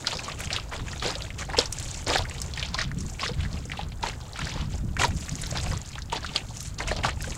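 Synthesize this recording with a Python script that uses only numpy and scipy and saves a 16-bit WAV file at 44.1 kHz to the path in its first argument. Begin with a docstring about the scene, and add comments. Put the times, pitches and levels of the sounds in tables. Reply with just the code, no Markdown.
"""A small sailboat heels across a lake. From the start, wavelets break on the hull in ringing bubbles,
froth and spray; slaps crack, air pockets plop, and wind rumbles on the microphone over the far lake hiss.
The hardest slap lands at 1.6 s. Big wavelets break at 2.1 s and 5 s, then the wind buffets hardest.
Another sharp slap comes at 6.4 s, and a last big wavelet with a loud plop at 7 s."""
import sys
import numpy as np
from scipy import signal
from scipy.fft import rfft, irfft
from scipy.io import wavfile
from scipy.ndimage import uniform_filter1d

SR = 44100
rng = np.random.default_rng(int(sys.argv[2]) if len(sys.argv) > 2 else 0)


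def generate_wav(signal):
    """Clip the signal to [-1, 1] and save it as 16-bit WAV at the path in sys.argv[1]."""
    frames = np.transpose(np.atleast_2d(signal))
    scaled = np.clip(frames, -1, 1) * 32767
    pcm = np.round(scaled).astype(np.int16)
    wavfile.write(sys.argv[1], SR, pcm)


N = 325017


def from_db(db):
    """Decibels to gain."""
    return 10 ** (np.asarray(db) / 20)


def unit_rms(x):
    """Scale to rms 1."""
    return x / np.sqrt(np.mean(x ** 2) + 1e-20)


def curves(rows):
    """Columns of a time table, one value a sample."""
    time_s, *columns = np.transpose(rows)
    return [np.interp(np.arange(N) / SR, time_s, column) for column in columns]


def gain_at(spectrum, hz):
    """Gain of a dB spectrum, read on a log-frequency axis."""
    freq_hz, level_db = np.transpose(spectrum)
    return from_db(np.interp(np.log(hz), np.log(freq_hz), level_db))


def drift(rate_hz):
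    """Slow random wander, rms 1: noise through two one-pole low-passes."""
    hop, settle = 40, 2000
    pole = np.exp(-2 * np.pi * rate_hz * hop / SR)
    noise = rng.standard_normal(N // hop + settle + 2)
    slow = signal.lfilter([1], [1, -2 * pole, pole * pole], noise)[settle:]
    return np.interp(np.arange(N) / hop, np.arange(len(slow)), unit_rms(slow))


def coloured(spectrum):
    """Steady noise of a given spectrum, rms 1."""
    hz = np.maximum(np.fft.rfftfreq(N, 1 / SR), 1)
    return unit_rms(irfft(rfft(rng.standard_normal(N)) * gain_at(spectrum, hz), N))


def bandpass(x, low_hz, high_hz, order=2):
    """Butterworth band-pass."""
    return signal.sosfilt(signal.butter(order, [low_hz, high_hz], "band", fs=SR, output="sos"), x)


def place(track, start_s, peak_db, sound):
    """Mix in a short sound at a given peak level."""
    i = round(start_s * SR)
    track[i:i + len(sound)] += from_db(peak_db) * sound[:N - i] / np.abs(sound).max()


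def swell_power(rows, column, rise_s, fall_s, build=0, linger=0, sag_db=0):
    """Swells ramp up, sag and die; build and linger add a share of their length to rise and fall."""
    t, power = np.arange(0, N + 32, 32) / SR, 0
    for start_s, length_s, *levels_db in rows:
        rise = np.clip((t - start_s + rise_s) / (rise_s + build * length_s), 0, 1)
        fall = np.exp(-np.maximum(t - start_s - length_s, 0) / (fall_s + linger * length_s))
        level_db = levels_db[column] - sag_db * np.clip((t - start_s) / length_s, 0, 1)
        power = power + (from_db(level_db) * rise * fall) ** 2
    return np.interp(np.arange(N) / SR, t, power)


# far water: freq_hz, relative_db
LAKE_SPECTRUM = [(120, 23), (200, 7), (392, 3), (728, -9), (1430, 4), (4330, -18.5), (5590, -65.5),
                 (7090, -1), (9830, -28.5), (15500, -49)]


def lake(level_db=-48):
    """Far wash of the lake: a gently wavering hiss."""
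    return from_db(level_db + 1.3 * drift(9)) * coloured(LAKE_SPECTRUM)


# wind between gusts: time_s, rumble_db, buffet_db
WIND_LEVELS = [(0.0, -52, -44.5), (0.35, -37.5, -45), (2.67, -36, -43.5), (3.0, -32.5, -34.5),
               (3.2, -41, -42), (3.43, -33.5, -38.5), (4.37, -41.5, -50), (4.41, -38.5, -41),
               (5.17, -27.5, -33.5), (5.21, -39.5, -40), (5.68, -31, -36), (5.7, -31.5, -34.5),
               (5.87, -41.5, -47), (6.12, -40, -43.5), (6.71, -39, -47.5), (6.9, -31, -41.5),
               (7.33, -34.5, -38.5), (7.37, -39, -52)]
# thumps on the port: start_s, length_s, rumble_db
GUSTS = [(.445, 0.035, -33), (.805, 0.028, -27.5), (2.18, 0.056, -30), (2.845, 0.054, -35), (2.96, .1, -45),
         (3.385, .1, -30.5), (3.53, 0.033, -28.5), (3.825, 0.075, -32), (4.395, 0.085, -36.5),
         (4.55, 0.11, -34), (4.84, 0.072, -31.5), (5.32, 0.018, -27.5), (5.7, 0.036, -26),
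         (6.66, 0.025, -37), (6.9, 0.032, -30)]
# low and upper wind noise: freq_hz, relative_db
RUMBLE_SPECTRUM = [(12, -31), (20, 0.5), (75, 4.5), (140, -4), (180, -16), (310, -120)]
BUFFET_SPECTRUM = [(70, -14), (130, 1.5), (200, -5), (300, -14), (500, -29), (900, -82)]


def wind(buffet_db_per_gust_db=0.79):
    """Eddies on the microphone port: a lurching rumble with buffeting above it."""
    base_db, buffet_db = curves(WIND_LEVELS)
    gust_power = swell_power(GUSTS, 0, rise_s=0.0035, fall_s=0.007)
    rumble_db = 10 * np.log10(from_db(2 * base_db) + gust_power)
    buffet_db = buffet_db + buffet_db_per_gust_db * (rumble_db - base_db)
    rumble = unit_rms(coloured(RUMBLE_SPECTRUM) * from_db(1.42 * drift(35)))
    buffet = unit_rms(coloured(BUFFET_SPECTRUM) * from_db(2.66 * drift(27)))
    return from_db(rumble_db) * rumble + from_db(buffet_db) * buffet


# fine fizz: freq_hz, relative_db
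MIST_SPECTRUM = [(6000, -26), (9000, 11), (12000, -8), (15500, -8)]


def mist(spray_gain, re_spray_db=-23):
    """The finest spray drops: a flickering hiss near the microphone."""
    return spray_gain * from_db(re_spray_db + 2.5 * drift(30)) * coloured(MIST_SPECTRUM)


# close droplets: start_s, peak_db
TICKS = [(.3935, -32), (0.406, -24), (1.389, -36), (1.725, -17.5), (1.8018, -29), (2.1829, -25),
         (2.418, -24), (4.995, -31), (5.0404, -25), (5.0804, -27), (5.4705, -29), (6.608, -29),
         (6.6284, -26), (7.224, -23.5)]


def ticks(spray_gain, faint_count=350, spread_db=2, t60_s=0.0057):
    """Drops burst nearby in bright snaps; faint random ones follow the spray level."""
    out, t = np.zeros(N), np.arange(2500) / SR
    when, size = rng.random((faint_count, 2)).T
    faint_db = 20 * np.log10(spray_gain[(when * N).astype(int)]) + spread_db * (2 * size - 1)
    for start_s, peak_db in TICKS + list(zip(when * N / SR, faint_db)):
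        burst = rng.standard_normal(len(t)) * from_db(-60 * t / t60_s)
        place(out, start_s, peak_db, bandpass(burst, 6500, 12000))
    return out


# trapped air pockets: start_s, peak_db, pitch_hz
PLOPS = [(0.072, -20, 1400), (0.128, -23, 903), (.151, -27.5, 500), (0.281, -23, 1124),
         (0.584, -22.5, 1244), (.724, -24, 980), (1.053, -18, 466), (1.157, -28, 550), (1.488, -27, 763),
         (1.544, -18, 863), (1.583, -12, 466), (2.069, -26, 562), (2.097, -14.5, 479), (2.15, -29, 755),
         (2.19, -20.5, 720), (2.745, -21, 1016), (2.785, -25, 1164), (3.231, -20, 1080),
         (3.291, -23.5, 466), (3.791, -21, 804), (4.035, -14, 900), (4.389, -27, 1340), (4.742, -33, 594),
         (4.994, -21, 738), (5.043, -10, 930), (5.524, -27, 580), (5.658, -29, 700), (5.719, -27.5, 508),
         (5.955, -30, 816), (6.125, -17, 915), (6.244, -32, 1523), (6.351, -29, 629), (6.911, -14.5, 595),
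         (6.987, -28, 585), (7.046, -9.5, 1126), (7.242, -26, 1540), (7.274, -29.5, 515)]


def plops(rise_s=0.0011, climb_per_s=2.55, roughness=0.84):
    """An air pocket rings as a dying sine that climbs as it nears the surface."""
    out, t = np.zeros(N), np.arange(6000) / SR
    for start_s, peak_db, pitch_hz in PLOPS:
        t60_s = 0.05 * (pitch_hz / 1000) ** -0.76
        wobble = 1 + roughness * unit_rms(uniform_filter1d(rng.standard_normal(len(t)), size=60))
        tone = np.sin(2 * np.pi * pitch_hz * (t + climb_per_s * t * t / 2))
        envelope = (1 - np.exp(-t / rise_s)) * from_db(-60 * t / t60_s)
        place(out, start_s, peak_db, wobble * tone * envelope)
    return out


# clear slaps on the hull: start_s, peak_db, centre_hz
SLAPS = [(.0457, -25, 1820), (.07, -9, 4200), (.125, -28, 4100), (.154, -24, 4850), (.192, -22.5, 2150),
         (.1702, -18, 4700), (.2444, -23, 5030), (.405, -21.5, 2010), (.4726, -25.5, 2580),
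         (.5043, -16, 2220), (.5294, -11.5, 4500), (.563, -11.5, 3230), (.7156, -31, 1630),
         (.8834, -25.5, 2750), (.9319, -26, 1590), (.9971, -22, 4150), (1.0245, -24, 1780),
         (1.0472, -24, 2920), (1.059, -26, 3250), (1.154, -17, 3950), (1.2215, -19.5, 3980),
         (1.3034, -23.5, 2420), (1.3886, -26.5, 2150), (1.4172, -33, 1770), (1.5, -22.5, 1970),
         (1.534, -23, 1750), (1.5692, -17, 2720), (1.5879, -3, 4170), (1.657, -15, 5330),
         (1.726, -16, 6700), (1.7978, -25, 7450), (1.827, -19, 7000), (1.9744, -28, 6700),
         (2.0933, -18.5, 2250), (2.184, -13.5, 4100), (2.252, -25.5, 1750), (2.3106, -26, 2300),
         (2.382, -25.5, 3800), (2.4169, -15, 6260), (2.5368, -23.5, 4160), (2.5746, -23.5, 2040),
         (2.5954, -17.5, 4530), (2.627, -15, 2970), (2.744, -13, 4220), (2.7883, -15, 1980),
         (2.815, -15.5, 5030), (2.9152, -23.5, 1750), (2.9861, -25.5, 6700), (3.0066, -21.5, 6300),
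         (3.098, -24, 6000), (3.195, -21, 2160), (3.2094, -34, 3980), (3.2612, -19, 1630),
         (3.4096, -28.5, 2740), (3.4505, -25.5, 1540), (3.5297, -25, 5000), (3.6541, -25.5, 6700),
         (3.697, -26, 1860), (3.7172, -18.5, 2270), (3.7721, -26.5, 3040), (3.812, -23, 3100),
         (3.9195, -33.5, 2900), (4.0287, -23, 4320), (4.0856, -23, 4300), (4.2114, -33, 4160),
         (4.333, -27, 4540), (4.4158, -23, 1440), (4.4695, -23, 1740), (4.4936, -23, 4800),
         (4.6104, -27, 3400), (4.78, -29.5, 6250), (4.967, -19, 1830), (4.995, -17, 2330),
         (5.0185, -12, 3350), (5.416, -20, 8800), (5.4365, -23, 3750), (5.466, -23, 4220),
         (5.5107, -24.5, 5070), (5.5563, -30.5, 1820), (5.5722, -14.5, 4060), (5.8596, -29, 6260),
         (5.9542, -26, 3070), (5.982, -25, 1560), (6.0202, -25.5, 4550), (6.099, -28.5, 3070),
         (6.122, -22.5, 2980), (6.245, -23, 1520), (6.2622, -25, 3650), (6.3606, -6.5, 3630),
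         (6.571, -32, 6000), (6.6055, -19, 6900), (6.672, -25, 7330), (6.7862, -20, 5200),
         (6.8043, -17.5, 1730), (6.8848, -19.5, 2550), (6.9122, -18, 1640), (6.9646, -21, 4450),
         (7.0357, -18, 2750), (7.206, -27.5, 2040)]


def slaps(froth_gain, faint_count=60, over_froth_db=17, band_ratio=1.254, t60_s=0.032, tail_t60_s=0.11):
    """Water hits the hull: a puff, a broad crack, a spatter tail. Faint random slaps follow the froth."""
    out, t = np.zeros(N), np.arange(5000) / SR
    front = 1 + 1.48 * np.exp(-t / 0.0008)
    envelope = front * from_db(-60 * t / t60_s) + from_db(-14 - 60 * t / tail_t60_s)
    when, _, pitch = rng.random((faint_count, 3)).T
    faint_db = 20 * np.log10(froth_gain[(when * N).astype(int)]) + over_froth_db
    faint_hz = 1540 * (6600 / 1540) ** pitch
    for start_s, peak_db, centre_hz in SLAPS + list(zip(when * N / SR, faint_db, faint_hz)):
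        burst = rng.standard_normal(len(t)) * envelope
        puff = unit_rms(bandpass(burst, centre_hz / band_ratio, centre_hz * band_ratio))
        crack = unit_rms(bandpass(burst, 1200, 9000))
        place(out, start_s, peak_db, puff + from_db(-10) * crack)
    return out


def bubbles(spectrum, per_s, t60_cycles, splashes_per_s, splash_s, floor, uneven_db=2.5,
            reach_bands=2.66):
    """Bubbles of uneven size ring briefly; splashes free fading swarms of like pitch. Rms 1."""
    bands, out = 14, 0
    sizes = from_db(uneven_db * np.minimum(rng.exponential(1, N), 4)) * rng.choice([-1, 1], N)
    births = sizes * (rng.random(N) < per_s / SR)
    birth_band = rng.integers(0, bands, N)
    splash_at = np.flatnonzero(rng.random(N) < splashes_per_s / SR)
    centre_band = rng.uniform(0, bands, N)[splash_at]
    strength = rng.exponential(1, N)[splash_at]
    fade = np.exp(-1 / (splash_s * SR))
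    for band, hz in enumerate(np.geomspace(spectrum[0][0], spectrum[-1][0], bands)):
        splashes = np.full(N, 1e-18)
        splashes[splash_at] = strength * np.exp(-((band - centre_band) / reach_bands) ** 2)
        swarm = floor + signal.lfilter([1], [1, -fade], splashes)
        kicks = swarm * births * (birth_band == band) + 1e-18
        pole, angle = from_db(-60 * hz / (t60_cycles * SR)), 2 * np.pi * hz / SR
        rings = signal.lfilter([0, np.sin(angle)], [1, -2 * pole * np.cos(angle), pole * pole], kicks)
        soft = bandpass(rings, hz / 1.62, hz * 1.33, order=1)  # onset swells over about a cycle
        out = out + gain_at(spectrum, hz) * np.sqrt(hz) * soft
    # steady flow: level evened out over about 0.1 s
    flow_power = uniform_filter1d(uniform_filter1d(unit_rms(out) ** 2, size=2500), size=2500)
    return unit_rms(out / np.sqrt(flow_power + 0.056))


# ebb of the trickle: time_s, offset_db
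TRICKLE_EBB = [(0, 5.5), (1.3, 1), (2.3, 2.5), (3.0, -1.5), (3.6, 2), (3.95, -1), (4.3, 4), (4.7, -0.5),
               (4.9, -1), (5.3, 1), (6.05, -3), (6.45, -4.5), (6.75, -4), (7.37, 6)]
# breaks along the hull: start_s, length_s, gurgle_db, froth_db, spray_db
WAVELETS = [(0, 0.028, -50, -49, -44.5), (.06, 0.078, -45.5, -35, -41.5), (.17, .15, -46, -42, -45.5),
            (.38, 0.069, -47, -44, -39), (.503, 0.067, -44, -35.5, -44), (.716, 0.035, -39.5, -40, -44),
            (.79, 0.014, -48, -44, -59), (.85, 0.12, -48.5, -45.5, -45.5), (1.02, 0.082, -35.5, -32, -38),
            (1.15, .1, -48, -46.5, -46), (1.385, 0.032, -43, -37.5, -37), (1.5, 0.054, -39.5, -45.5, -59),
            (1.575, .04, -34.5, -31, -32.5), (1.7, 0.29, -55, -45.5, -39), (2.07, 0.089, -28, -27.5, -33.5),
            (2.24, 0.24, -49, -49, -44.5), (2.55, .11, -48, -39, -47), (2.735, 0.005, -47, -41, -52),
            (2.78, 0.033, -46.5, -30, -41), (2.95, 0.19, -69, -53, -46.5), (3.19, 0.079, -43, -34, -41),
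            (3.37, 0.07, -55, -44.5, -52.5), (3.5, 0.097, -50, -48.5, -52), (3.7, 0.13, -51, -46, -63),
            (4.027, 0.051, -36.5, -35.5, -39.5), (4.34, .17, -47, -39.5, -44),
            (4.53, 0.08, -42.5, -41, -53), (4.7, 0.051, -69, -49.5, -48), (4.992, 0.045, -29.5, -26, -30.5),
            (5.08, 0.67, -58.5, -47.5, -40), (5.42, 0.088, -58, -49, -63), (5.55, 0.03, -38.5, -34, -52),
            (5.62, .12, -41, -42.5, -60), (5.85, 0.11, -65, -50, -49.5), (6.122, 0.04, -36.5, -34, -40.5),
            (6.2, .14, -51, -44.5, -50.5), (6.35, 0.02, -39.5, -34.5, -37), (6.4, 0.15, -51, -55, -50),
            (6.53, 0.15, -78, -50.5, -41.5), (6.785, 0.042, -36, -40.5, -45), (6.87, 0.05, -47, -35, -41.5),
            (6.96, 0.028, -38, -41.5, -58), (7.038, 0.029, -31.5, -28.5, -34),
            (7.18, 0.22, -61, -45.5, -41)]


def wavelet_gains(trickle_db=(-53, -60, -56), fall_s=(0.025, 0.022, 0.019)):
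    """Gains of gurgle, froth and spray: wavelets break over an ebbing trickle."""
    ebb_db, = curves(TRICKLE_EBB)
    gains = []
    for k in range(3):
        power = swell_power(WAVELETS, k, rise_s=0.0088, fall_s=fall_s[k], build=0.23, linger=0.17,
                            sag_db=0.5)
        gains.append(np.sqrt(from_db(2 * (trickle_db[k] + ebb_db)) + power))
    return gains


# large, middling and tiny bubbles, lone drops: pitch_hz, relative_db
GURGLE_SPECTRUM = [(250, -2.5), (480, 4), (950, 6), (1500, -1.5)]
FROTH_SPECTRUM = [(1200, -9.5), (2500, -2.5), (4600, -0.5), (5600, -5.5)]
SPRAY_SPECTRUM = [(4800, -10.5), (7200, 16.5), (9500, -4.5), (12000, -7), (15000, -18)]
PLIP_SPECTRUM = [(650, 6), (1500, 1.5), (3000, 6.5), (5000, 12)]


def wavelets(gurgle_gain, froth_gain, spray_gain):
    """Breaking water rings with three sizes of bubble; lone drops plip in the froth."""
    gurgle = bubbles(GURGLE_SPECTRUM, per_s=900, t60_cycles=20, splashes_per_s=41, splash_s=0.0063,
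                     floor=0.7)
    froth = bubbles(FROTH_SPECTRUM, per_s=5000, t60_cycles=10.8, splashes_per_s=70, splash_s=0.0075,
                    floor=0.33)
    spray = bubbles(SPRAY_SPECTRUM, per_s=7000, t60_cycles=15.5, splashes_per_s=120, splash_s=0.0019,
                    floor=0.21, reach_bands=2.1)
    plips = bubbles(PLIP_SPECTRUM, per_s=120, t60_cycles=38, splashes_per_s=30, splash_s=0.007,
                    floor=0.55, uneven_db=1)
    return gurgle_gain * gurgle + froth_gain * (froth + from_db(-4) * plips) + spray_gain * spray


def scene(housing_hz=7500):
    """Mono mix: water dulled by the microphone housing; wind, ticks and mist direct."""
    gurgle_gain, froth_gain, spray_gain = wavelet_gains()
    water = lake() + wavelets(gurgle_gain, froth_gain, spray_gain) + slaps(froth_gain) + plops()
    dulled = signal.sosfilt(signal.butter(2, housing_hz, fs=SR, output="sos"), water)
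    return (wind() + dulled + ticks(spray_gain) + mist(spray_gain))[None]


# microphone self-noise: freq_hz, relative_db
HISS_SPECTRUM = [(5000, -36), (8000, -2), (11000, -3.5), (16000, -6)]


def record(dry, hiss_db=-65.5, cutoff_hz=15800):
    """Faint steady hiss, then a steep low-pass."""
    noisy = dry + from_db(hiss_db) * coloured(HISS_SPECTRUM)
    return signal.sosfilt(signal.ellip(12, .5, 60, cutoff_hz, fs=SR, output="sos"), noisy)


dry = scene()
out = record(dry)
generate_wav(out)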